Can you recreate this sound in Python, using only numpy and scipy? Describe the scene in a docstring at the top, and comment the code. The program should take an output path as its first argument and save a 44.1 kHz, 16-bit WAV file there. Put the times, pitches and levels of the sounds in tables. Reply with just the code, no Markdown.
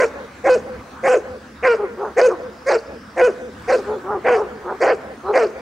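"""From the start a large dog barks steadily on an open grass field, its vocal folds buzzing through its
throat and mouth. A tree line returns one clear echo and a faint wash. All along, far traffic hums, leaves
rustle, an engine idles far away and the camera adds a thin whistle. Just before 2 s a second dog starts
to answer from farther off. Then an insect rasps, birds chirp from about 3 s on, and at about 3.5 s the
grass crackles once."""
import sys
import numpy as np
from scipy import signal
from scipy.fft import rfft, irfft, next_fast_len
from scipy.io import wavfile
from scipy.ndimage import uniform_filter1d, map_coordinates

SR = 44100
rng = np.random.default_rng(int(sys.argv[2]) if len(sys.argv) > 2 else 0)


def inscribe(sig):
    """Save sig as 16-bit PCM at rate SR to the path in sys.argv[1].

    A 1-D sig is mono; a 2-D sig holds one channel per row.
    Samples are clipped to [-1, 1] before scaling.
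    """
    pcm = np.round(np.clip(np.atleast_2d(sig).T, -1, 1) * 32767)
    wavfile.write(sys.argv[1], SR, pcm.astype(np.int16))


N = 247394
T = np.arange(N) / SR
LEAD_S = .08  # the dogs are computed from this long before time 0, so the first bark has its echoes

# How well a dog's throat lets each frequency out: (frequency [Hz], gain [dB])
THROAT = [(150, -15.5), (270, -16.5), (350, 0), (450, 2), (2700, -8), (3200, -5), (3500, -14.5),
          (4500, -47)]


def amp(db):
    """Turn decibels into a factor to multiply by."""
    return 10 ** (np.asarray(db) / 20)


def unit(x):
    """Scale x to an average strength (rms) of 1."""
    return x / np.sqrt(np.mean(np.abs(x) ** 2) + 1e-20)


def along(points, hz):
    """Read between (frequency, value) points, spaced by octaves."""
    f, v = np.transpose(points)
    return np.interp(np.log(hz + 1), np.log(f + 1), v)


def curves(rows):
    """Turn each column after the time into one value per sample."""
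    times, *columns = np.transpose(rows)
    return [np.interp(T, times, column) for column in columns]


def calls(tables):
    """A gate that is open only during the barks, and the barks' curves."""
    gate = sum((T >= rows[0][0]) & (T <= rows[-1][0]) for rows in tables)
    return uniform_filter1d(gate * 1., size=160), curves(np.vstack(tables))


def wobble(rate):
    """A smooth curve through `rate` random values a second."""
    return map_coordinates(rng.standard_normal(int(N * rate / SR) + 4), [T * rate])


def filtered(x, response):
    """Multiply each frequency in x by response(frequency)."""
    m = next_fast_len(N + SR // 2)
    return irfft(rfft(x, m) * response(np.fft.rfftfreq(m, 1 / SR)), m)[..., :N]


def blend(noise, one, other, share):
    """Noise that moves from one tone colour (share 0) to the other (share 1)."""
    def coloured(table):
        low, high = table[0][0], table[-1][0]
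        return unit(filtered(noise, lambda hz: amp(along(table, hz)) * (hz > low) * (hz < high)))
    return (1 - share) * coloured(one) + share * coloured(other)


def patches(shape, bands, frames, depth_db):
    """Random gains that make patches of frequency and time louder or softer."""
    smooth = uniform_filter1d(rng.standard_normal(shape), size=bands, axis=0)
    return amp(depth_db * unit(uniform_filter1d(smooth, size=frames, axis=1)))


def patchy(x):
    """Give x resonances that come, move and go."""
    z = signal.stft(x, nperseg=256)[2]
    z = z * patches(z.shape, bands=5, frames=5, depth_db=4)
    return unit(signal.istft(z, nperseg=256)[1][:N])


def vocal_folds(pitch_hz, chaos, beat_hz, jitter, swing, sway):
    """The folds flap at the pitch; in chaos a second, unsteady vibration tugs at their timing and size."""
    beat = 2 * np.pi * np.cumsum(beat_hz * (1 + .55 * wobble(100))) / SR
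    unsteady_hz = pitch_hz * (1 + 0.01234 * wobble(60) + jitter * chaos * wobble(200))
    phase = 2 * np.pi * np.cumsum(unsteady_hz) / SR
    pull = swing * chaos * np.sin(beat)
    size = 1 + sway * chaos * (np.cos(beat) + .5 * wobble(150))  # loudest as the pitch swings up
    return phase, pull, size / np.sqrt(1 + (sway * chaos) ** 2 * .75)


def overtones(phase, pitch_hz, halves, mouth, count):
    """Tones above the base tone; strong and weak cycles in turn add tones halfway between (halves)."""
    multiple = np.arange(3, count)[:, None] / 2
    gain = amp(mouth(multiple * pitch_hz)) * np.where(multiple % 1, halves, 1)
    tones = np.sum(gain * np.sin(multiple * phase + multiple ** 2), axis=0)
    return tones / np.sqrt(np.sum(gain ** 2, axis=0) / 2)


def near_bark(s, rise, close, length, top_db, settled_db, close_db,
              first_hz, top_hz, settled_hz, close_hz, last_hz, mouth_db, close_mouth_db,
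              hiss_db, close_hiss_db, lips, settle, rising, breaking, settled, closing):
    """Curves of one bark: it swells, breaks roughly, settles, then the jaws close and the pitch drops."""
    # The swell, against the top: (share of the rise [0-1], level [dB], overtones [dB])
    swell_steps = [(0, -20, -9.5), (.3, -7, -2)]
    # The fade as the jaws close: (share of the closing time [0-1], level [dB], overtones [dB])
    fade_steps = [(0.548, -2.5, -11), (1, -14, -5.5)]
    s = s + LEAD_S
    break_s, settle_s = .01, .007  # time to turn rough, and to calm down
    resting_lips = 0.56
    swell = [(s + u * rise, top_db + down_db, first_hz + u * (top_hz - first_hz), mouth_db + shut_db)
             for u, down_db, shut_db in swell_steps]
    fade = [(s + close + u * (length - close), close_db + down_db,
             close_hz + u * (last_hz - close_hz), close_mouth_db + shut_db)
            for u, down_db, shut_db in fade_steps]
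    voice = [*swell,
             (s + rise, top_db, top_hz, mouth_db),
             (s + (rise + settle) / 2, (top_db + settled_db) / 2, top_hz, mouth_db),
             (s + settle, settled_db, settled_hz, close_mouth_db),
             (s + close, close_db, close_hz, close_mouth_db),
             *fade]
    # (time [s], chaos [0-1], halfway tones [0-1])
    roughness = [(s, rising, .65), (s + rise, rising, .65),
                 (s + rise + break_s, breaking, .25), (s + settle - settle_s, breaking, .25),
                 (s + settle, settled, .3 * settled),
                 (s + close, closing, .3 * closing), (s + close + break_s, .45, 0)]
    hiss = [(s, hiss_db - 15, resting_lips),
            (s + rise, hiss_db, (resting_lips + lips) / 2),
            (s + close, close_hiss_db, lips),
            (s + length + .03, close_hiss_db - 18, resting_lips)]  # the breath outlasts the voice
    return voice, roughness, hiss


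def near_dog():
    """A strong base tone rings in the throat, the mouth shapes overtones, and breath puffs once a cycle."""
    # One bark a row: (start [s], rise [s], jaws start closing after [s], length [s],
    # level at top, settled, closing [dB], pitch at start, top, settled, closing, end [Hz],
    # overtones against the base tone at top, closing [dB], hiss at top, closing [dB],
    # lips drawn back [0-1], settles after [s], chaos in rise, break, settled, closing [0-1])
    barks = [ (-.075, 0.02866, 0.12, 0.14, -13.5, -15.5, -16, 480, 558.2, 506.2, 474, 420, 0.5, 0, -35, -38.5, .5, .1, .3, .7, .6, .5),
             (0.439, 0.02915, 0.11, 0.14, -12, -10.5, -13, 484.6, 571.3, 509, 511.2, 362.6, -4, -7.5, -39.5, -39, 0.48, .06, .45, .9, .04, .04),
             (1.03, .032, .12, 0.16, -13, -14, -13, 504.1, 539, 495.3, 509.5, 334.2, -1.5, -5, -37, -41.5, 0.75, .062, .4, .9, .15, .6),
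             (1.624, 0.0285, 0.11, 0.14, -15, -14, -15.5, 410, 527, 482, 462.6, 416.8, 4, -2, -43, -42.5, .2, .062, .5, .3, .07, .07),
             (2.164, 0.02205, 0.1, 0.14, -11, -12, -10.5, 429, 520.6, 508, 503.8, 410, -3, -8, -38, -38, 0.4, .059, .3, .9, .09, .09),
             (2.66, 0.027, 0.097, 0.12, -15, -16.5, -14.5, 515.7, 556, 480, 461.8, 440, -1.5, -3, -35.5, -38, .1, .093, .15, .7, .2, .2),
             (3.161, 0.037, 0.11, 0.15, -14.5, -10, -12.5, 533.5, 521.2, 495.4, 490.2, 315.2, -1, -6, -40, -43.5, 0.38, .061, .7, .7, .03, .03),
             (3.676, 0.0262, .074, .1, -14.5, -14.5, -13, 461.5, 524, 517, 502.4, 423.8, -2.5, -6, -39, -35, .1, .059, .6, .7, .3, .3),
             (4.242, 0.02547, 0.11, 0.15, -13.5, -13.5, -14.5, 446.8, 521.1, 497, 468, 375, -0.5, -3.5, -48.5, -40.5, 0.3, .058, .7, .8, .35, .5),
             (4.802, 0.0243, 0.12, 0.15, -13.5, -15, -14.5, 414.7, 530.5, 519.7, 478, 370, -2.5, -3.5, -40.5, -44.5, 0.031, .115, .5, .9, .5, .3),
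             (5.328, .04, 0.1, .15, -10.5, -16, -15, 480, 522, 491.4, 467.4, 330, -2.5, -4.5, -38, -40.5, 0.027, .07, .6, .85, .3, .45),
             ]
    # Resonances of the throat and mouth: (frequency [Hz], gain [dB])
    usual_mouth = [(700, -9.5), (1000, -2), (1500, 6.5), (2000, -9.5), (2550, 1), (3050, -12.5),
                   (3600, -23.5)]
    # The same with the jaws wide open: (frequency [Hz], gain [dB])
    wide_mouth = [(700, -41.5), (1050, 2), (1350, -6), (1650, 5), (2100, 5.5), (2500, -4), (2900, -38),
                  (3600, -24)]
    # Breath through nearly closed lips: (frequency [Hz], gain [dB])
    narrow_lips = [(2800, -57), (3600, -13.5), (4600, 3), (5400, -0.5), (6500, -13.5), (8000, -19),
                   (10000, -33), (12000, -38), (15000, -57)]
    # Breath with the lips drawn back: (frequency [Hz], gain [dB])
    bared_lips = [(2800, -36.5), (3600, -11), (4600, -17.5), (5500, -5), (6400, 4), (7300, -2), (8200, -2),
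                  (10000, -12), (12000, -19.5), (15000, -78)]
    voices, roughness, hisses = zip(*(near_bark(*row) for row in barks))
    gate, (db, pitch_hz, mouth_db) = calls(voices)
    chaos, halves = curves(np.vstack(roughness))
    phase, pull, size = vocal_folds(pitch_hz, chaos, beat_hz=175, jitter=.055, swing=1.6, sway=.42)
    gape = np.clip(2.37 * halves, 0, 1)  # the jaws are widest as the bark starts
    puffs = (1 + .5 * np.cos(phase)) * size * rng.standard_normal(N)
    air_share = np.clip(.07 + .55 * chaos, 0, 1)  # chaotic folds leak more rushing air
    colour = lambda hz: (1 - gape) * along(usual_mouth, hz) + gape * along(wide_mouth, hz)
    snap = phase + .35 * pull  # the folds' closing snap feels the tug less
    tones = overtones(snap, pitch_hz, halves, colour, count=14)
    air = blend(puffs, usual_mouth, wide_mouth, gape)
    mouth = np.sqrt(1 - air_share) * tones + np.sqrt(air_share) * air
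    base_tone = size * np.sqrt(2) * np.sin(phase + pull)
    voice = gate * amp(db) * (base_tone + amp(mouth_db) * mouth)

    blowing, (hiss_db, lips) = calls(hisses)
    flutter = amp(1.2 * wobble(60))
    drawn_back = np.clip(lips + 0.13 * wobble(30), 0, 1)
    breath = flutter * blend(puffs, narrow_lips, bared_lips, drawn_back)
    hiss = blowing * amp(hiss_db) * patchy(breath)
    return filtered(voice, lambda hz: amp(along(THROAT, hz))) + hiss


def close_reflection(x):
    """x plus a bounce off a surface beside the camera, which adds on the left and subtracts on the right."""
    delay_s = .0025
    sides = np.array([[1], [-1]])
    bounce = lambda hz: sides * amp(-20.5 + 6 * hz / 9000) * np.exp(-2j * np.pi * hz * delay_s)
    lean_right = lambda hz: amp(-sides * 0.99 * np.exp(-np.log((hz + 1) / 1400) ** 2 / 0.3))
    skip_lead = lambda hz: np.exp(2j * np.pi * hz * LEAD_S)
    return filtered(x, lambda hz: (1 + bounce(hz)) * lean_right(hz) * skip_lead(hz))


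def echoes(x):
    """Distant surfaces each send back one dull copy, from their own side."""
    # One echo a row: (delay [s], gain [dB], left side later than right by [s])
    bounces = [(.033, -17.5, 2e-4), (.098, -25.5, -1e-4), (.204, -20.5, 2e-4), (.36, -35.5, -2e-4)]
    sides = np.array([[.5], [-.5]])
    returns = lambda hz: sum(amp(db) * np.exp(-2j * np.pi * hz * (s - LEAD_S + sides * lag))
                             for s, db, lag in bounces)
    return filtered(x, lambda hz: returns(hz) / (1 + 1j * hz / 1800))


def trees(x):
    """The trees scatter sound into a wash; each frequency dies away at its own speed."""
    # How long the wash lasts: (frequency [Hz], time to fall by 60 dB [s])
    fade_times = [(300, 0.96), (1500, 1), (6000, 0.56), (14000, 0.86)]
    hz, t, z = signal.stft(rng.standard_normal((2, SR)), SR, nperseg=256)
    tail = signal.istft(z * amp(-60 * t / along(fade_times, hz)[:, None]), SR, nperseg=256)[1]
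    tail = tail + 0.68 * tail[::-1]  # partly shared by left and right
    delayed = np.pad(x, (400, 0))[None]
    wash = signal.fftconvolve(delayed, tail / np.linalg.norm(tail[0]), axes=1)
    return wash[:, round(LEAD_S * SR):][:, :N]


def rush(spectrum):
    """Uneven stereo noise with the given tone colour, at strength 1."""
    # How alike left and right sound: (frequency [Hz], likeness [0-1])
    likeness = [(60, 0.97), (270, 0.99), (600, 0.78), (1500, 0.46), (4000, 0.5), (8000, 0.14), (14000, .6)]
    z = signal.stft(rng.standard_normal((2, N)), nperseg=512)[2]
    z = z * patches(z.shape[1:], bands=6, frames=14, depth_db=2.5)
    pair = signal.istft(z, nperseg=512)[1][:, :N]
    width = lambda hz: np.arccos(np.clip(along(likeness, hz), -1, 1)) / 2
    mid, side = filtered(pair, lambda hz: amp(along(spectrum, hz)) * [np.cos(width(hz)), np.sin(width(hz))])
    return unit(np.array([mid + side, mid - side]))


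def traffic():
    """Far traffic blurs into a low hum."""
    # Tone colour of the hum: (frequency [Hz], gain [dB])
    spectrum = [(15, -53), (25, -12), (45, -11), (70, 2), (150, -8.5), (220, 5), (330, -1.5), (500, -13),
                (1200, -5), (1550, -5.5), (2100, -13.5), (3200, -24), (4500, -42)]
    # Its slow rise and fall: (time [s], level [dB])
    loudness = [(0.0, -38.5), (0.84, -38), (1.16, -39.5), (1.55, -41.5), (1.89, -39.5), (3.48, -41),
                (3.69, -36.5), (5.42, -40.5), (5.61, -38.5)]
    return amp(curves(loudness)[0]) * rush(spectrum)


def leaves():
    """Rustling leaves make a soft, high hiss."""
    # Tone colour of the rustle: (frequency [Hz], gain [dB])
    spectrum = [(1500, -24), (2500, -9), (3500, 1), (5000, 0.5), (6300, -2.5), (8000, -7), (10000, -10.5),
                (13000, -24), (15700, -26.5)]
    # Its swells: (time [s], level [dB])
    loudness = [(0.0, -50), (0.14, -55), (1.06, -55), (1.48, -56), (2.56, -56.5), (2.83, -56.5),
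                (3.53, -54), (3.78, -49), (4.06, -57), (5.61, -54.5)]
    return amp(curves(loudness)[0]) * rush(spectrum)


def engine():
    """The firing of a far engine makes low tones that waver in speed and strength."""
    # The engine's tones: (frequency [Hz], level [dB])
    tones = [(72, -56), (143, -58.5), (215, -55.5)]
    wavering_time = np.cumsum(1 + .012 * wobble(5)) / SR
    return sum(amp(db + 0.76 * wobble(5.1)) * np.sqrt(2) * np.sin(2 * np.pi * hz * wavering_time)
               for hz, db in tones)


def far_bark(s, rise, hold, fall, db, hz, held_hz, base_db, held_base_db, chaos):
    """Curves of one bark: it swells, holds and fades as the pitch arches; the overtones fade first."""
    s = s + LEAD_S
    return [(s, db - 18, .9 * hz, base_db + 8, chaos),
            (s + rise, db, hz, base_db, chaos),
            (s + rise + hold, db, held_hz, held_base_db, chaos),
            (s + rise + hold + fall, db - 20, .78 * held_hz, held_base_db + 8, chaos)]


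def far_dog():
    """A lower, hoarser voice; distance has taken its treble."""
    # One bark a row: (start [s], rise [s], hold [s], fall [s], overtone level [dB], pitch at start,
    # end of the hold [Hz], base tone against the overtones at start, end of the hold [dB], chaos [0-1])
    barks = [(1.775, .022, .048, .03, -29, 425, 405, 2, 8, .25),
             (1.97, .06, .03, .07, -24, 415, 430, 0, -4, .5),
             (2.285, .025, .02, .04, -23, 365, 380, 0, 0, .45),
             (3.77, .02, .012, .025, -33, 415, 400, 8, 8, .3),
             (3.85, .045, .045, .055, -28, 425, 428, 2, 5, .3),
             (4.04, .058, .052, .045, -21, 400, 425, -6, -2, .33),
             (4.35, .025, .04, .055, -24, 380, 435, -6, 2, .4),
             (4.625, .06, .04, .045, -24, 370, 430, -7, -4, .5),
             (5.235, .035, .04, .04, -22, 375, 435, -7, 4, .3)]
    # Resonances of its mouth, heard from afar: (frequency [Hz], gain [dB])
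    mouth = [(600, 4.5), (850, 12.5), (1150, 14.5), (1600, -8), (2000, -35), (3000, -52)]
    gate, (db, pitch_hz, base_db, chaos) = calls([far_bark(*row) for row in barks])
    phase, pull, size = vocal_folds(pitch_hz, chaos, beat_hz=130, jitter=.11, swing=1.1, sway=.55)
    phase = phase + pull
    tones = overtones(phase, pitch_hz, halves=0.23, mouth=lambda hz: along(mouth, hz), count=12)
    base_tone = amp(base_db + 2.5 * wobble(50)) * np.sqrt(2) * np.sin(phase)  # it comes and goes
    voice = gate * amp(db) * size * (tones + base_tone)
    return filtered(voice, lambda hz: amp(along(THROAT, hz * 0.96)))


def insect():
    """An insect's fast scrapes ring in one broad, high resonance."""
    # The rasp swells and fades: (time [s], level [dB])
    loudness = [(2.28, -87), (2.36, -68), (2.65, -58), (2.85, -60), (3.1, -58), (3.2, -78)]
    scrapes = amp(3.2 * wobble(68)) * rng.standard_normal(N)
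    rasp = filtered(scrapes, lambda hz: np.exp(-((hz - 5050) / 600) ** 4))
    return amp(curves(loudness)[0]) * unit(rasp)


def birds():
    """Pure, slightly unsteady notes that drop in pitch, level out and may hook upward."""
    # One note a row: (start [s], length [s], first pitch [Hz], pitch it sinks toward [Hz],
    # glide speed [per note], final rise [Hz], level [dB])
    notes = [(2.95, .025, 7900, 7000, 1.5, 0, -67), (3.33, .21, 6050, 5950, .8, 0, -65),
             (3.9, .09, 5200, 3330, 7, 300, -52), (4.235, .06, 4600, 3300, 4.5, 0, -52),
             (4.54, .04, 6600, 4500, 2, 0, -59), (4.52, .3, 6650, 6600, .8, 0, -71),
             (5.25, .07, 5800, 3900, 7, 450, -51)]
    out = np.zeros(N + SR)
    for s, length, start_hz, low_hz, speed, rise_hz, db in notes:
        progress = np.arange(round(length * SR)) / (length * SR)
        hz = low_hz + (start_hz - low_hz) * np.exp(-speed * progress) + rise_hz * progress ** 3
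        swell = amp(db) * np.sqrt(np.sin(np.pi * progress))
        out[round(s * SR):][:len(hz)] += swell * np.sin(2 * np.pi * np.cumsum(hz) / SR)
    return out[:N] * amp(2.4 * wobble(38))


def grass_crackle():
    """The grass gives a few faint snaps, each a tiny burst of noise."""
    # One snap a row: (time [s], level before filtering [dB])
    snaps = [(3.5357, -41), (3.598, -34.5), (3.6235, -33)]
    out, t = np.zeros(N), np.arange(256) / SR
    for s, db in snaps:
        out[round(s * SR):][:len(t)] = amp(db - 60 * t / .005) * rng.standard_normal(len(t))
    return filtered(out, lambda hz: hz / (hz + 1500) / (1 + (hz / 6000) ** 2))


def scene():
    """Both dogs and their echoes over the quiet sounds of the field, in stereo."""
    dogs = near_dog() + far_dog()
    barking = close_reflection(dogs) + echoes(dogs) + amp(-19.5) * trees(dogs)
    chirps = birds() * amp([[1.5], [-1.5]])  # a little to the left
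    return barking + chirps + insect() + grass_crackle() + engine() + traffic() + leaves()


def record(dry):
    """The camera's amplifier rounds off loud peaks, its line whistle leaks in, and the top treble is cut."""
    peak_limit, whistle_hz, top_hz = .85, 15625, 15750
    rounded = dry / (1 + np.abs(dry / peak_limit) ** 4) ** (1 / 4)
    whistle = amp([[-75.5], [-80.5]]) * np.sin(2 * np.pi * whistle_hz * T)
    return filtered(rounded + whistle, lambda hz: hz < top_hz)


dry = scene()
out = record(dry)
inscribe(out)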